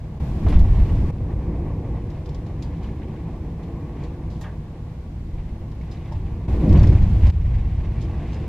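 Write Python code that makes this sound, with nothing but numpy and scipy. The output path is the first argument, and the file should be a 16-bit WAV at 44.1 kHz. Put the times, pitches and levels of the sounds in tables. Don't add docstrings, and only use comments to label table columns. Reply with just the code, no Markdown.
import sys
import numpy as np
from scipy.fft import rfft, irfft, next_fast_len
from scipy.io import wavfile
from scipy.ndimage import uniform_filter1d, map_coordinates

SR = 44100
rng = np.random.default_rng(int(sys.argv[2]) if len(sys.argv) > 2 else 0)


def pcm_store(signal):
    levels = np.round(np.clip(np.atleast_2d(signal), -1, 1) * 32767)
    wavfile.write(sys.argv[1], SR, levels.astype(np.int16).T)


N = 373968
TIME = np.arange(N) / SR

# time in seconds, boom in dB, flexing in dB, rise in seconds.
WAVES = [(.57, -24.5, -18.5, 0.096), (.85, -34, -28.5, 0.079), (1.24, -28, -46.5, 0.066),
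         (1.65, -29.5, -36.5, 0.23), (2.65, -32.5, -54.5, 0.15), (5.36, -35.5, -30, 0.12),
         (6.18, -29, -32.5, 0.079), (6.72, -20.5, -23.5, 0.021), (6.93, -33, -34, 0.11),
         (7.25, -23.5, -38, 0.045), (7.54, -21.5, -24.5, 0.2)]


def amp(db):
    return np.exp(np.log(10) / 20 * np.asarray(db))


def together(*levels_db):
    return 10 * np.log10(sum(amp(2 * db) for db in levels_db))


def add(track, start_s, sound):
    part = track[..., round(start_s * SR):][..., :sound.shape[-1]]
    part += sound[..., :part.shape[-1]]


def wobble(rate):
    return map_coordinates(rng.standard_normal(int(N * rate / SR) + 4), [TIME * rate])


def filtered(x, response):
    n = x.shape[-1]
    padded = next_fast_len(n + SR // 2)
    return irfft(rfft(x, padded) * response(np.fft.rfftfreq(padded, 1 / SR)), padded)[..., :n]


def shaped(points):
    hz, db = np.transpose(points)
    return lambda f: amp(np.interp(np.log(f + 1), np.log(hz + 1), db))


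def resonance(f, hz, width):
    return 1j * f * width / (hz * hz - f * f + 1j * f * width)


def body(modes):
    top_hz = 1.14 * max(hz for hz, _, _ in modes)

    def response(f):
        terms = ((-1) ** k * amp(db) * resonance(f, hz, width) for k, (hz, width, db) in enumerate(modes))
        return sum(terms) / np.sqrt(1 + (f / top_hz) ** 8)
    return response


def diffuse(response, width=None, size=N):
    # frequency in Hz, side minus mid in dB.
    cabin_width = [(60, -103.5), (120, -78), (200, -62.5), (370, -21), (670, -22), (1230, -16.5),
                   (2240, -20), (4100, -5.5), (7500, 0), (12000, 11)]
    side_gain = shaped(width or cabin_width)
    mid = filtered(rng.standard_normal(size), response)
    side = filtered(rng.standard_normal(size), lambda f: response(f) * side_gain(f))
    return np.array([mid + side, mid - side]) / mid.std()


def steady(x, span_s):
    window = int(span_s * SR)
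    power = np.abs(uniform_filter1d(np.mean(x ** 2, axis=0), window))
    return x / np.sqrt(uniform_filter1d(power, window) + 1e-6)


def glide(x, ratio):
    return np.array([map_coordinates(ear, [np.cumsum(ratio)], mode="mirror") for ear in x])


def impacts(blows, modes, db_per_octave, attack_s):
    out, t = np.zeros(N), np.arange(SR) / SR
    hz, mode_db, t60 = np.transpose(modes)[:, :, None]
    rise = 1 - np.exp(-t / attack_s)
    for start_s, db, main_hz in blows:
        size, detune = rng.standard_normal((2, len(hz), 1))
        drive_db = mode_db + 1.7 * size - db_per_octave * np.abs(np.log2(hz / main_hz))
        rings = amp(drive_db - 60 * t / t60) * np.sin(2 * np.pi * hz * (1 + 0.012 * detune) * t)
        add(out, start_s, amp(db) * rise * rings.sum(0))
    return out


def tap(hz, life_cycles):
    t = np.arange(SR // 40) / SR
    phase = rng.random() + 0.11 * rng.standard_normal((2, 1))
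    envelope = np.exp(-t * hz / life_cycles) * (1 - np.exp(-t * hz))
    return envelope * np.sin(2 * np.pi * (hz * t + phase))


def patter(bursts, hz, spread_octaves, spread_db, life_cycles, count):
    out = np.zeros((2, N))
    for start_s, db, mean_delay_s in bursts:
        delays = mean_delay_s * rng.exponential(size=count)
        scatter = np.clip(rng.standard_normal((count, 2)), -2, 2)
        for delay, (pitch, size) in zip(delays, scatter):
            contact = tap(hz * 2 ** (spread_octaves * pitch), life_cycles)
            add(out, start_s + delay, amp(db + spread_db * size) * contact)
    return out


def swell(peak_s, db, half_s):
    return db - 20 / np.log(10) * np.minimum(((TIME - peak_s) / half_s) ** 2, 20)


def shudder(peak_s, db, rise_s, fade_db_per_s, linger_db, linger_db_per_s):
    age = np.maximum(TIME - peak_s, 0)
    rise_db = np.where(TIME < peak_s, swell(peak_s, db, rise_s), db)
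    return rise_db + together(-fade_db_per_s * age, linger_db - linger_db_per_s * age)


def flow_level(usual_db, slope):
    # time in seconds, strength about its usual value in dB.
    flow = [(0.0, -1.5), (0.7, -1.5), (1.1, 1), (1.4, 5), (1.85, 4), (2.15, 1), (3.0, 2.5), (3.5, 1.1),
            (4.0, 2), (4.65, -1.5), (5.15, -5), (5.75, -2), (6.4, 0.5), (7.15, -3), (7.55, -2), (8.05, 2),
            (8.48, 3.5)]
    return usual_db + slope * np.interp(TIME, *np.transpose(flow))


def strain_level(over_db=0, lag=0, stretch=1):
    # peak time in seconds, strain in dB, half-length in seconds.
    plunges = [(0.483, -34.5, 0.061), (1.543, -36.5, 0.078), (6.691, -27.5, 0.133), (6.898, -33, 0.052)]
    return together(*[swell(s + lag * half_s, db + over_db, stretch * half_s) for s, db, half_s in plunges])


def boom_level(idle_db=-33.5):
    shudders = [shudder(s, db, rise_s, fade_db_per_s=13.8, linger_db=-9.5, linger_db_per_s=5.4)
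                for s, db, _, rise_s in WAVES]
    return together(idle_db, *shudders)


def spray_level():
    # peak time in seconds, level in dB, half-length in seconds.
    showers = [(0.515, -56, 0.067), (0.794, -61, 0.21), (2.26, -63.5, 0.35), (2.833, -59, 0.17),
               (3.217, -64.5, 0.21), (4.04, -59.5, 0.098), (5.414, -64, 0.098), (6.073, -60, 0.37),
               (6.84, -58, 0.36), (7.26, -56.5, 0.055), (7.613, -56, 0.54), (8.06, -56, 0.21),
               (8.382, -51.5, 0.29)]
    return together(flow_level(-66.5, slope=0.52), *[swell(*shower) for shower in showers])


def hull_flexing(idle_db=-42.5):
    # frequency in Hz, relative density in dB.
    spectrum = [(4, -42.5), (14, -2), (24, -4.5), (31, 1), (39, 3), (55, -27.5), (150, -120)]
    shudders = [shudder(s, db, rise_s, fade_db_per_s=43, linger_db=-19.5, linger_db_per_s=4)
                for s, _, db, rise_s in WAVES]
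    return amp(together(idle_db, *shudders)) * steady(diffuse(shaped(spectrum)), span_s=0.11)


def cabin_boom(mode_hz=56, width_hz=6, mode_db=-5):
    # frequency in Hz, relative density in dB.
    spectrum = [(8, -85), (22, -26.5), (32, -7), (44, 4), (55, 5.5), (68, 7), (92, 5), (115, 3.5),
                (135, -12.5), (190, -35), (400, -120)]
    boom = steady(diffuse(shaped(spectrum)), span_s=0.079)
    note = steady(diffuse(lambda f: resonance(f, mode_hz, width_hz) ** 2), span_s=0.6)
    return amp(boom_level()) * (boom + amp(mode_db) * note)


def plating():
    # frequency in Hz, bandwidth in Hz, gain in dB.
    modes = [(136.8, 23.4, -0.5), (165.8, 13.4, 2.5), (197, 13.3, -6), (220, 23.4, -4.5), (282, 35, -12),
             (314, 15.7, -11.5), (335.6, 7.3, -8), (381, 13.2, -14.5)]
    level_db = together(flow_level(-35, slope=0.74), strain_level(2.7, lag=0.49), boom_level() - 17)
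    return amp(level_db) * steady(diffuse(body(modes)), span_s=0.18)


def hull_drone(wander=0.02):
    # frequency in Hz, bandwidth in Hz, gain in dB.
    modes = [(284.3, 16.6, -1), (337.6, 11.8, -2.5), (378, 9.4, -3.5), (455.6, 14, -8.5), (478.3, 8.2, -3),
             (531, 100, -15)]
    drone = glide(diffuse(body(modes)), 1 + wander * wobble(2.5))
    return amp(flow_level(-46.5, slope=1.87)) * steady(drone, span_s=0.28)


def water(roof_db=4):
    # frequency in Hz, relative density in dB.
    wash_spectrum = [(60, -62.5), (220, -21), (340, -2.5), (415, 3.5), (475, 5.5), (550, -0.5), (590, 3.5),
                     (800, 2.5), (1000, -1), (1130, -2), (1320, -19), (1600, -15.5), (2050, -14),
                     (2600, -20), (2950, -38.5), (5000, -67.5)]
    spray_spectrum = [(200, -63), (700, -9.5), (1300, -1.5), (2100, 4.5), (2600, 2), (2950, -1),
                      (4500, -10.5), (7000, -19.5), (11000, -35.5), (14500, -44)]
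    spray_db = spray_level()
    surge_db = strain_level(-14, lag=0.7, stretch=0.67)
    wash_db = together(flow_level(-49, slope=0.98), surge_db, spray_db + roof_db)
    churn = wobble(22)
    wash = amp(wash_db + 0.94 * churn + 1.2 * wobble(60)) * diffuse(shaped(wash_spectrum))
    spray = amp(spray_db + churn + 1.5 * wobble(70)) * diffuse(shaped(spray_spectrum))
    return wash + spray


def air(level_db=-59):
    # frequency in Hz, relative density in dB.
    spectrum = [(70, -59.5), (125, -19), (180, -19.5), (300, 4.5), (500, 0), (1000, -7), (1400, -6),
                (2000, -11), (4000, -15), (7000, -21.5), (12000, -29.5), (14500, -40)]
    # frequency in Hz, side minus mid in dB.
    width = [(200, -1.5), (3000, 2), (7500, 0.5), (12000, 6)]
    return amp(level_db) * diffuse(shaped(spectrum), width)


def whine(level_db=-82, tones_hz=(13000, 13025)):
    phase = 2 * np.pi * np.outer(tones_hz, TIME) + 0.8 * np.array([wobble(35), wobble(35)])
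    return amp(level_db + wobble(8)) * np.array([np.sin(phase).sum(0), np.cos(phase).sum(0)])


def drops(over_spray_db=-4, spread_db=11, centre_hz=2700, count=600):
    out, spray_db = np.zeros((2, N)), spray_level()
    for place, size, pitch in rng.random((count, 3)):
        at, hz = int(place * (N - 1)), centre_hz * 2 ** (2 * pitch - 1)
        drop_db = spray_db[at] + over_spray_db + spread_db * size ** 4
        add(out, at / SR, amp(drop_db) * tap(hz, life_cycles=5))
    return out


def hull_groan(pitch_rise=0.07):
    # nominal frequency in Hz, bandwidth in Hz, gain in dB.
    modes = [(187.3, 3.8, 9.5), (215, 47, 2), (306.2, 12.3, 6), (370, 21, -2.5), (429, 27, -8),
             (482, 26, -9.5), (587, 43, -11), (770, 90, -22)]
    strain = amp(strain_level())
    pitch = 1 + pitch_rise * (strain / strain.max() - 0.7)
    return strain * steady(glide(diffuse(body(modes)), pitch), span_s=0.29)


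def wave_blows():
    # start in seconds, relative level in dB, most strongly driven pitch in Hz.
    blows = [(.452, -8.5, 110), (.51, -16, 150), (0.538, -6.5, 75), (0.59, -12, 35), (0.62, -16, 50),
             (0.689, -14.5, 70), (0.794, -8.5, 58.2), (.88, -15, 64.5), (1.03, -16.5, 91),
             (4.255, -15, 112), (6.154, -15, 56.5), (6.529, -15, 75), (6.697, -4, 65), (6.735, -10, 69.4),
             (6.789, -8, 60), (6.831, -7, 65), (6.887, -6.5, 112.4), (7.007, -5.5, 90), (7.222, -6.5, 80.4)]
    # frequency in Hz, gain in dB, T60 in seconds.
    modes = [(16.5, 8, 0.25), (30, -11, .35), (55, -3.5, 0.49), (85.6, 6, 0.24), (119.8, -25.5, 0.34),
             (170.7, -5.5, 0.22), (189.5, -16, 0.98), (314, -40, 0.39)]
    return amp(-9) * impacts(blows, modes, db_per_octave=5, attack_s=0.0051)


def knocks_and_fizz(attack_s=0.0039):
    # start in seconds, level in dB, centre in Hz, bandwidth in Hz, T60 in seconds.
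    bursts = [(0.464, -31, 870, 478, 0.065), (0.484, -55, 2530, 2520, 0.3),
              (0.487, -63.5, 10200, 2520, 0.11), (0.59, -65, 11000, 4000, .08),
              (0.522, -33, 810, 455, 0.062), (0.683, -47, 2200, 1200, .04), (1.304, -48.5, 1670, 900, 0.13),
              (2.624, -49.5, 4700, 2600, 0.034), (5.916, -55, 5000, 500, 0.091),
              (4.407, -58.5, 11400, 1190, 0.089), (4.41, -51.5, 6160, 3000, 0.13),
              (4.427, -49.5, 2880, 1200, .2), (4.436, -41.5, 1700, 600, 0.25), (4.432, -41, 945, 596, 0.24),
              (5.81, -49, 2290, 900, 0.11), (6.113, -31, 900, 220, 0.062), (6.119, -53, 5300, 200, 0.06),
              (6.755, -43.5, 2780, 800, 0.075), (6.837, -38, 2180, 904, 0.035)]
    out, t = np.zeros((2, N)), np.arange(SR // 2) / SR
    rise = 1 - np.exp(-t / attack_s)
    for start_s, db, hz, width, t60 in bursts:
        band = diffuse(lambda f: resonance(f, hz, width) ** 2, size=SR)[:, -len(t):]
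        add(out, start_s, amp(db - 60 * t / t60) * rise * band)
    return out


def trim(room_db=-19, room_t60=0.45, ring_db=-23, chatter_db=-52, chatter_t60=0.04):
    # start in seconds, relative level in dB, T60 at the joint in seconds.
    snaps = [(0.4825, -46.5, .06), (0.494, -48.5, .05), (0.522, -44, 0.044), (0.538, -46, 0.035),
             (0.5896, -45, 0.079), (2.1, -43, 0.043), (2.257, -40, 0.046), (2.289, -39.5, .04),
             (2.3442, -38, 0.05), (2.4623, -46.5, 0.074), (2.6217, -34.5, 0.087), (2.8275, -48.5, 0.29),
             (3.628, -51, .15), (4.0338, -43.5, 0.11), (4.2976, -49.5, 0.81), (4.411, -40.5, 0.099),
             (5.335, -52, .05), (5.49, -53, .04), (5.715, -47, 0.045), (5.811, -51, .05),
             (5.91, -43.5, 0.19), (6.1202, -43.5, 0.097), (6.691, -42.5, 0.038), (6.726, -36, 0.027),
             (6.772, -36.5, 0.025), (6.792, -37, 0.03), (6.829, -34, 0.03), (6.87, -37.5, 0.036),
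             (6.894, -43.5, 0.033), (6.9247, -44, .035), (7.02, -50, 0.078), (7.089, -52, 0.061),
             (7.2663, -42.5, 0.072), (7.296, -45.5, 0.056), (8.005, -43.5, 0.073), (8.014, -38, 0.053),
             (8.0227, -39.5, 0.049), (8.034, -47.5, .07), (8.3185, -45.5, .05), (8.329, -38, 0.039),
             (8.342, -36, .035), (8.354, -53, .05)]
    # frequency in Hz, gain in dB, T60 in seconds.
    modes = [(3540, -7.5, .06), (4980, 4.5, 0.15), (6460, -3, 0.06)]
    # frequency in Hz, relative density in dB.
    spectrum = [(1200, -18), (2800, 1), (3800, 4), (5200, -2), (7000, -5.5), (8300, -16), (11500, -22.5),
                (14500, -32)]
    t = np.arange(SR // 3) / SR
    rise = 1 - np.exp(-(t / 0.0023) ** 2)
    envelope = lambda joint_t60: rise * (amp(-60 * t / joint_t60) + amp(room_db - 60 * t / room_t60))
    hz, mode_db, t60 = np.transpose(modes)[:, :, None]
    energy, rings = np.zeros(N), np.zeros((2, N))
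    for start_s, db, joint_t60 in snaps:
        add(energy, start_s, (amp(db - 10) * envelope(joint_t60)) ** 2)
        joint_hz = hz * (1 + 0.053 * rng.standard_normal(hz.shape))
        for ear in rings:
            ring = amp(mode_db - 60 * t / t60) * np.sin(2 * np.pi * (joint_hz * t + rng.random(hz.shape)))
            add(ear, start_s, amp(db + ring_db) * rise * ring.sum(0))
    boom_db = boom_level()
    for place, size in rng.random((90, 2)):
        at = int(place * (N - 1))
        chatter = amp(boom_db[at] + chatter_db + 10 * size ** 2) * envelope(chatter_t60)
        add(energy, at / SR, chatter ** 2)
    return rings + np.sqrt(energy) * diffuse(shaped(spectrum))


def rattles():
    # start in seconds, level in dB, mean delay of the taps in seconds.
    bursts = [(.484, -47.5, .02), (.523, -43.5, 0.0073), (.538, -42, .013), (6.752, -45.5, .018),
              (6.793, -47, 0.013), (6.835, -42.5, .008), (6.871, -43, .014), (6.925, -47, .03)]
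    return patter(bursts, hz=2010, spread_octaves=0.42, spread_db=2, life_cycles=2.4, count=28)


def splashes():
    # start in seconds, level in dB, mean delay of the drops in seconds.
    bursts = [(2.735, -53, .04), (2.824, -46, .025), (3.018, -46.5, 0.01), (3.075, -57, .03),
              (3.16, -49, .02), (3.625, -49, 0.018), (5.375, -51, 0.024), (5.483, -53, .01),
              (5.916, -48, 0.035), (6.075, -58, 0.017)]
    return patter(bursts, hz=2380, spread_octaves=0.34, spread_db=4, life_cycles=3.1, count=20)


def woodwork():
    # start in seconds, level in dB, most strongly driven pitch in Hz.
    bumps = [(4.411, -40, 1300), (4.435, -51, 1300), (4.452, -46, 1750), (6.115, -37, 746)]
    # frequency in Hz, gain in dB, T60 in seconds.
    modes = [(600, 1, .27), (824, -8, 0.15), (878, 3, .2), (950, -3, 0.11), (1085, -3, 0.13),
             (1230, -7, .074), (1660, -9, 0.25), (1840, -5, .16)]
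    return impacts(bumps, modes, db_per_octave=9, attack_s=0.0013)


def scene():
    hull = hull_flexing() + cabin_boom() + plating() + hull_drone() + hull_groan() + wave_blows()
    sea = water() + drops() + splashes()
    cabin = air() + trim() + rattles() + knocks_and_fizz() + woodwork() + whine()
    return hull + sea + cabin


def record(dry, step_db=7, dip_db=6, ceiling=0.98, top_hz=14300):
    # start in seconds, end in seconds.
    spans = [(.2, 1.11), (6.48, 7.31)]
    loud = uniform_filter1d(sum(1.0 * ((TIME > start) & (TIME < end)) for start, end in spans), size=300)
    dip_times = [s for start, end in spans for s in (start - 0.007, end + 0.007)]
    dips = sum(np.exp(-((TIME - s) / 0.006) ** 2) for s in dip_times)
    stepped = dry * amp(step_db * loud - dip_db * dips)
    rounded = stepped / (1 + np.abs(stepped / ceiling) ** 8) ** (1 / 8)
    return filtered(rounded, lambda hz: hz < top_hz)


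dry = scene()
out = record(dry)
pcm_store(out)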